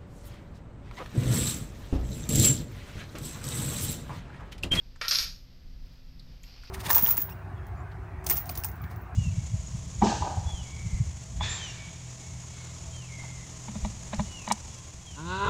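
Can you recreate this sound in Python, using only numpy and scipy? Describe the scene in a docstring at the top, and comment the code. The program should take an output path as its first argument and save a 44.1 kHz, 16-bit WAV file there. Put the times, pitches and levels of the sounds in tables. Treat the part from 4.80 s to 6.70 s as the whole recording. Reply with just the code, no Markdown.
"""A bright clatter of sheet metal: a coin drops into the steel drum of a clothes dryer, bounces and rattles
to rest in a quarter of a second. Each blow sets the drum ringing, and the coin rings thinly above it.
Later come a few light ticks and a soft rustle as a hand reaches in. One hand-held microphone hears it all,
over its own handling rumble, quiet room noise, a low hum and a faint high whine."""
import sys
import numpy as np
from scipy import signal
from scipy.fft import rfft, irfft
from scipy.io import wavfile

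SR = 44100
rng = np.random.default_rng(int(sys.argv[2]) if len(sys.argv) > 2 else 0)


def dump(signal):
    """Clip the signal to [-1, 1] and save it as 16-bit WAV at the path in sys.argv[1]."""
    limited = np.clip(np.atleast_2d(signal).T, -1, 1)
    pcm = np.round(limited * 32767).astype(np.int16)
    wavfile.write(sys.argv[1], SR, pcm)


N = 83790
TIME = np.arange(N) / SR
RING_T = TIME[:33074]  # 0.75 s for a blow to die away
RING_HZ = np.fft.rfftfreq(len(RING_T), 1 / SR)


def amp(db):
    """Decibels to gain."""
    return 10 ** (np.asarray(db) / 20)


def unit_rms(x):
    """Scales to an rms of one."""
    return x / np.sqrt(np.mean(x ** 2) + 1e-20)


def unit_energy(x):
    """Scales to an energy of one."""
    return x / np.linalg.norm(x)


def read(points, hz):
    """Reads a curve of (f/Hz, value) along a log-frequency axis."""
    f, value = np.transpose(points)
    return np.interp(np.log(hz + 1), np.log(f + 1), value)


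def fader(points):
    """Gain over time from a curve of (t/s, level/dB)."""
    return amp(np.interp(TIME, *np.transpose(points)))


def add(mix, start_s, sound):
    """Mixes a sound in at its start time."""
    part = mix[round(start_s * SR):][:len(sound)]
    part += sound[:len(part)]


def colour(x, points):
    """Filters x by a spectrum of (f/Hz, level/dB) and scales it to an rms of one."""
    gain = amp(read(points, np.fft.rfftfreq(len(x), 1 / SR)))
    return unit_rms(irfft(rfft(x) * gain, len(x)))


def minimum_phase(gain):
    """The spectrum of the quickest causal filter with this gain."""
    log_gain = np.log(np.maximum(gain, 1e-5))
    mirrored = np.r_[log_gain, log_gain[-2:0:-1]]
    return np.exp(np.conj(signal.hilbert(mirrored)))[:len(gain)]


def drift(rate_hz):
    """Slow random wandering with an rms of one."""
    lowpass = np.exp(-(np.fft.rfftfreq(N, 1 / SR) / rate_hz) ** 2)
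    return unit_rms(irfft(rfft(rng.standard_normal(N)) * lowpass, N))


def wavering_tone(hz, waver_hz, rate_hz):
    """A sine with an rms of one whose pitch wanders."""
    pitch = hz + waver_hz * drift(rate_hz)
    return unit_rms(np.sin(2 * np.pi * np.cumsum(pitch) / SR))


def room_noise():
    """The quiet air of the room, swelling by about a decibel."""
    spectrum = [(160, -26), (280, -2), (294, -12), (348, 0.5), (405, -9), (513, -3.5), (627, -8.5),
                (1090, -12), (2570, -11), (4180, -10), (4950, -5.5), (8470, -34.5), (12300, -39),
                (13300, -29), (15500, -40)]  # room tone: f/Hz, relative level/dB
    return amp(-64 + .95 * drift(rate_hz=8)) * colour(rng.standard_normal(N), spectrum)


def hum():
    """A low hum of slightly unsteady tones under the room noise."""
    tones = [(60, -60.5), (119, -63), (167, -68), (258.4, -69.5), (500, -81), (8000, -95)]  # partials of the hum: f/Hz, level/dB
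    return sum(amp(db) * wavering_tone(hz, waver_hz=1.5, rate_hz=6) for hz, db in tones)


def whine():
    """A thin high tone, strongest during the clatter."""
    levels = [(0, -79.5), (.18, -85), (.23, -61), (.45, -63), (.58, -72), (.7, -82), (1.35, -81),
              (1.61, -80.5), (1.645, -67), (1.77, -80), (1.85, -75), (1.9, -77)]  # swells of the whine: t/s, level/dB
    return fader(levels) * wavering_tone(12807, waver_hz=7, rate_hz=30)


def handling_rumble():
    """Deep, uneven noise from the hand that holds the microphone."""
    spectrum = [(10, -11.5), (22, -1), (33, 0), (48, -9), (65, -13), (95, -20), (135, -23.5), (170, -20.5),
                (205, -31), (270, -32), (350, -46.5), (600, -76)]  # colour of the handling noise: f/Hz, relative level/dB
    levels = [(0, -46), (.1, -47), (.3, -49.5), (.48, -41), (.58, -48.5), (.76, -46.5), (1.0, -43.5),
              (1.16, -48), (1.32, -45), (1.5, -42.5), (1.6, -48.5), (1.9, -48)]  # its rise and fall: t/s, level/dB
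    return fader(levels) * colour(rng.standard_normal(N), spectrum)


def hand_rustle():
    """Soft, grainy rubbing as a hand reaches into the drum."""
    spectrum = [(300, -19), (700, -4.5), (1800, -9.5), (2500, -2), (3700, -7), (4750, 4), (5500, -2.5),
                (6500, -17), (8500, -32), (15500, -37)]  # colour of the rubbing: f/Hz, relative level/dB
    levels = [(1.6, -75), (1.645, -64.5), (1.68, -56), (1.70, -58), (1.72, -56), (1.81, -57), (1.86, -53.5),
              (1.9, -55)]  # its rise as the hand goes in: t/s, level/dB
    grainy = rng.standard_normal(N) * amp(2 * drift(rate_hz=150))
    return fader(levels) * colour(grainy, spectrum)


def drum_wash(rise_s=.003):
    """Countless modes and echoes of the drum, each range dying at its own speed."""
    decays = [(400, .45), (1200, .33), (2800, .33), (5000, .38), (8000, .33), (15000, .3)]  # ring time of the drum: f/Hz, t60/s
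    hz, t, noise = signal.stft(rng.standard_normal(len(RING_T)), SR, nperseg=256)
    fade = amp(-60 * t / read(decays, hz)[:, None])
    tail = signal.istft(noise * fade, SR)[1][:len(RING_T)]
    return unit_energy(tail * (1 - np.exp(-RING_T / rise_s)))


def with_drum_echo(sound, echo_db):
    """A sound as it reaches the microphone both directly and by way of the drum."""
    return sound + amp(echo_db) * signal.fftconvolve(sound, drum_wash())[:N]


def ticks(rise_s=.0008):
    """Small, well-damped contacts, each a short burst in one band of noise."""
    # light ticks and bumps: t/s, level/dB, centre f/Hz, width/octaves, decay/s
    contacts = [(0.158, -52.5, 1400, .5, .008), (0.159, -56.5, 5000, .5, .006),
                (1.3955, -44, 4400, .17, .004), (1.3990, -47, 4000, .15, .004),
                (1.395, -66, 7500, .5, .006), (1.6332, -47, 7000, .22, .0025),
                (1.6335, -63, 12000, .4, .008), (1.637, -49, 2800, .7, .006), (1.834, -50, 1400, .5, .008),
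                (1.835, -60.5, 5000, .8, .01)]
    out = np.zeros(N)
    for start_s, db, hz, octaves, decay_s in contacts:
        band = np.exp(-.5 * (np.log2((RING_HZ + 1) / hz) / octaves) ** 2)
        burst = unit_rms(irfft(band * rfft(rng.standard_normal(len(RING_T)))))
        envelope = (1 - np.exp(-RING_T / rise_s)) * np.exp(-RING_T / decay_s)
        add(out, start_s, amp(db) * burst * envelope)
    return with_drum_echo(out, echo_db=-10.5)


def coin_ring(rest_s=.452, choke_s=.004):
    """The coin rings freely in the air until a new contact, or coming to rest, chokes it."""
    modes = [(8290, .25), (8705, .7), (10731, .5), (12543, .3), (12914, .35)]  # the coin's own modes: f/Hz, t60/s
    contacts = [(0.2128, -56.5, -66, -58.5, -71, -71), (0.2818, -67, -42, -55, -34.5, -42),
                (0.3370, -60, -57, -42.5, -39, -43), (0.3768, -51, -55, -68, -50, -44),
                (0.3982, -50, -57, -51.5, -39.5, -45)]  # contacts that ring it anew: t/s, then level/dB of each of the five modes
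    ends = [row[0] for row in contacts[1:]] + [rest_s]
    out = np.zeros(N)
    for (start_s, *levels_db), end_s in zip(contacts, ends):
        ring = sum(amp(db - 60 * RING_T / t60) * np.sin(2 * np.pi * hz * RING_T)
                   for (hz, t60), db in zip(modes, levels_db))
        choke = np.exp(-np.maximum(RING_T - (end_s - start_s), 0) / choke_s)
        add(out, start_s, ring * choke)
    return with_drum_echo(out, echo_db=-15)


def bending_chirp(travel_s=.0034, at_hz=5000, first_hz=15000):
    """Spectrum of a falling chirp: high bending waves cross the steel sheet faster than low ones."""
    slowness = np.sqrt(at_hz / np.maximum(RING_HZ + 1, 300))
    delay_s = travel_s * np.maximum(slowness - np.sqrt(at_hz / first_hz), 0)
    return np.exp(-2j * np.pi * np.cumsum(delay_s) * RING_HZ[1])


def drum_clatter(direct_db=-5, early_db=-2, early_s=.006, wash_db=-1.5):
    """Each blow sends a chirp through the sheet, with close reflections, dense ringing and strong modes."""
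    # blows of the coin on the drum: t/s, then relative level/dB of low clank, bright clatter, top sizzle
    blows = [(0.2128, -20.5, -31.5, -38), (0.2150, -20, -30, -37), (0.2485, -25, -37.5, -51),
             (0.2560, -31.5, -36, -53), (0.2818, -29.5, -17.5, -26), (0.3094, -24.5, -20.5, -23),
             (0.3113, -25, -18, -27), (0.3165, -27, -17, -25), (0.3235, -24.5, -32, -24),
             (0.3325, -30, -29, -22), (0.3482, -24.5, -21, -24), (0.3555, -35, -18, -30),
             (0.3768, -36.5, -34, -22), (0.3855, -25.5, -18, -18.5), (0.3925, -33, -22.5, -23.5),
             (0.3982, -37.5, -31.5, -24), (0.4085, -32.5, -38.5, -24), (0.4215, -32, -41, -29),
             (0.4278, -35, -28, -28), (0.4345, -36, -37, -30), (0.4420, -38.5, -38, -46),
             (0.4505, -43, -51, -47)]
    sheet_colour = [(200, -37), (380, -30.5), (470, -16), (640, -14.5), (780, -20.5), (1050, -12),
                    (1380, -3), (2080, -8), (2400, -1.5), (2900, -5.5), (3700, -3), (4600, 2), (5500, 0),
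                    (6100, -8), (6750, -9), (7700, -24), (9000, -22), (11600, -31), (12500, -17),
                    (13600, -33), (15700, -46)]  # response of the struck steel: f/Hz, relative level/dB
    drum_modes = [(1341, -20.5, .3), (1371, -15, .3), (1850, -19.5, .35), (1885, -17, .35), (2333, -15, .3),
                  (2420, -28, .3), (3562, -16, .3), (3850, -25, .3), (4264, -16.5, .3), (4630, -24, .4),
                  (5016, -20, .35), (5342, -23, .3), (5527, -19, .3), (5606, -16, .3)]  # strongest modes of the drum: f/Hz, relative level/dB, t60/s
    out, hz = np.zeros(N), RING_HZ + 1
    sheet = minimum_phase(unit_rms(amp(read(sheet_colour, hz))))
    direct = amp(direct_db) * bending_chirp()
    modes = rfft(sum(amp(db) * unit_energy(np.sin(2 * np.pi * f * RING_T) * amp(-60 * RING_T / t60))
                     for f, db, t60 in drum_modes))
    above_clank = 1 / (1 + (3100 / hz) ** 5)  # the three ranges meet at 3100 and 7600 Hz
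    above_clatter = 1 / (1 + (7600 / hz) ** 12)
    for start_s, clank_db, clatter_db, sizzle_db in blows:
        early = unit_energy(rng.standard_normal(len(RING_T)) * np.exp(-RING_T / early_s))
        echoes = rfft(amp(early_db) * early + amp(wash_db) * drum_wash())
        response = sheet * (direct + echoes) + modes
        force_db = clank_db + (clatter_db - clank_db) * above_clank
        force_db += (sizzle_db - clatter_db) * above_clatter
        add(out, start_s, 10 * irfft(response * minimum_phase(amp(force_db))))
    return out


def scene():
    """The dryer and the room around it, in mono at one hand-held microphone."""
    in_drum = drum_clatter() + coin_ring() + ticks() + hand_rustle()
    background = room_noise() + handling_rumble() + hum() + whine()
    return (in_drum + background)[None]


def record(dry):
    """The recorder passes nothing above about 16 kHz."""
    lowpass = signal.firwin(511, 15900, window=("kaiser", 9), fs=SR)
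    return signal.oaconvolve(dry, lowpass[None], "same")


dry = scene()
out = record(dry)
dump(out)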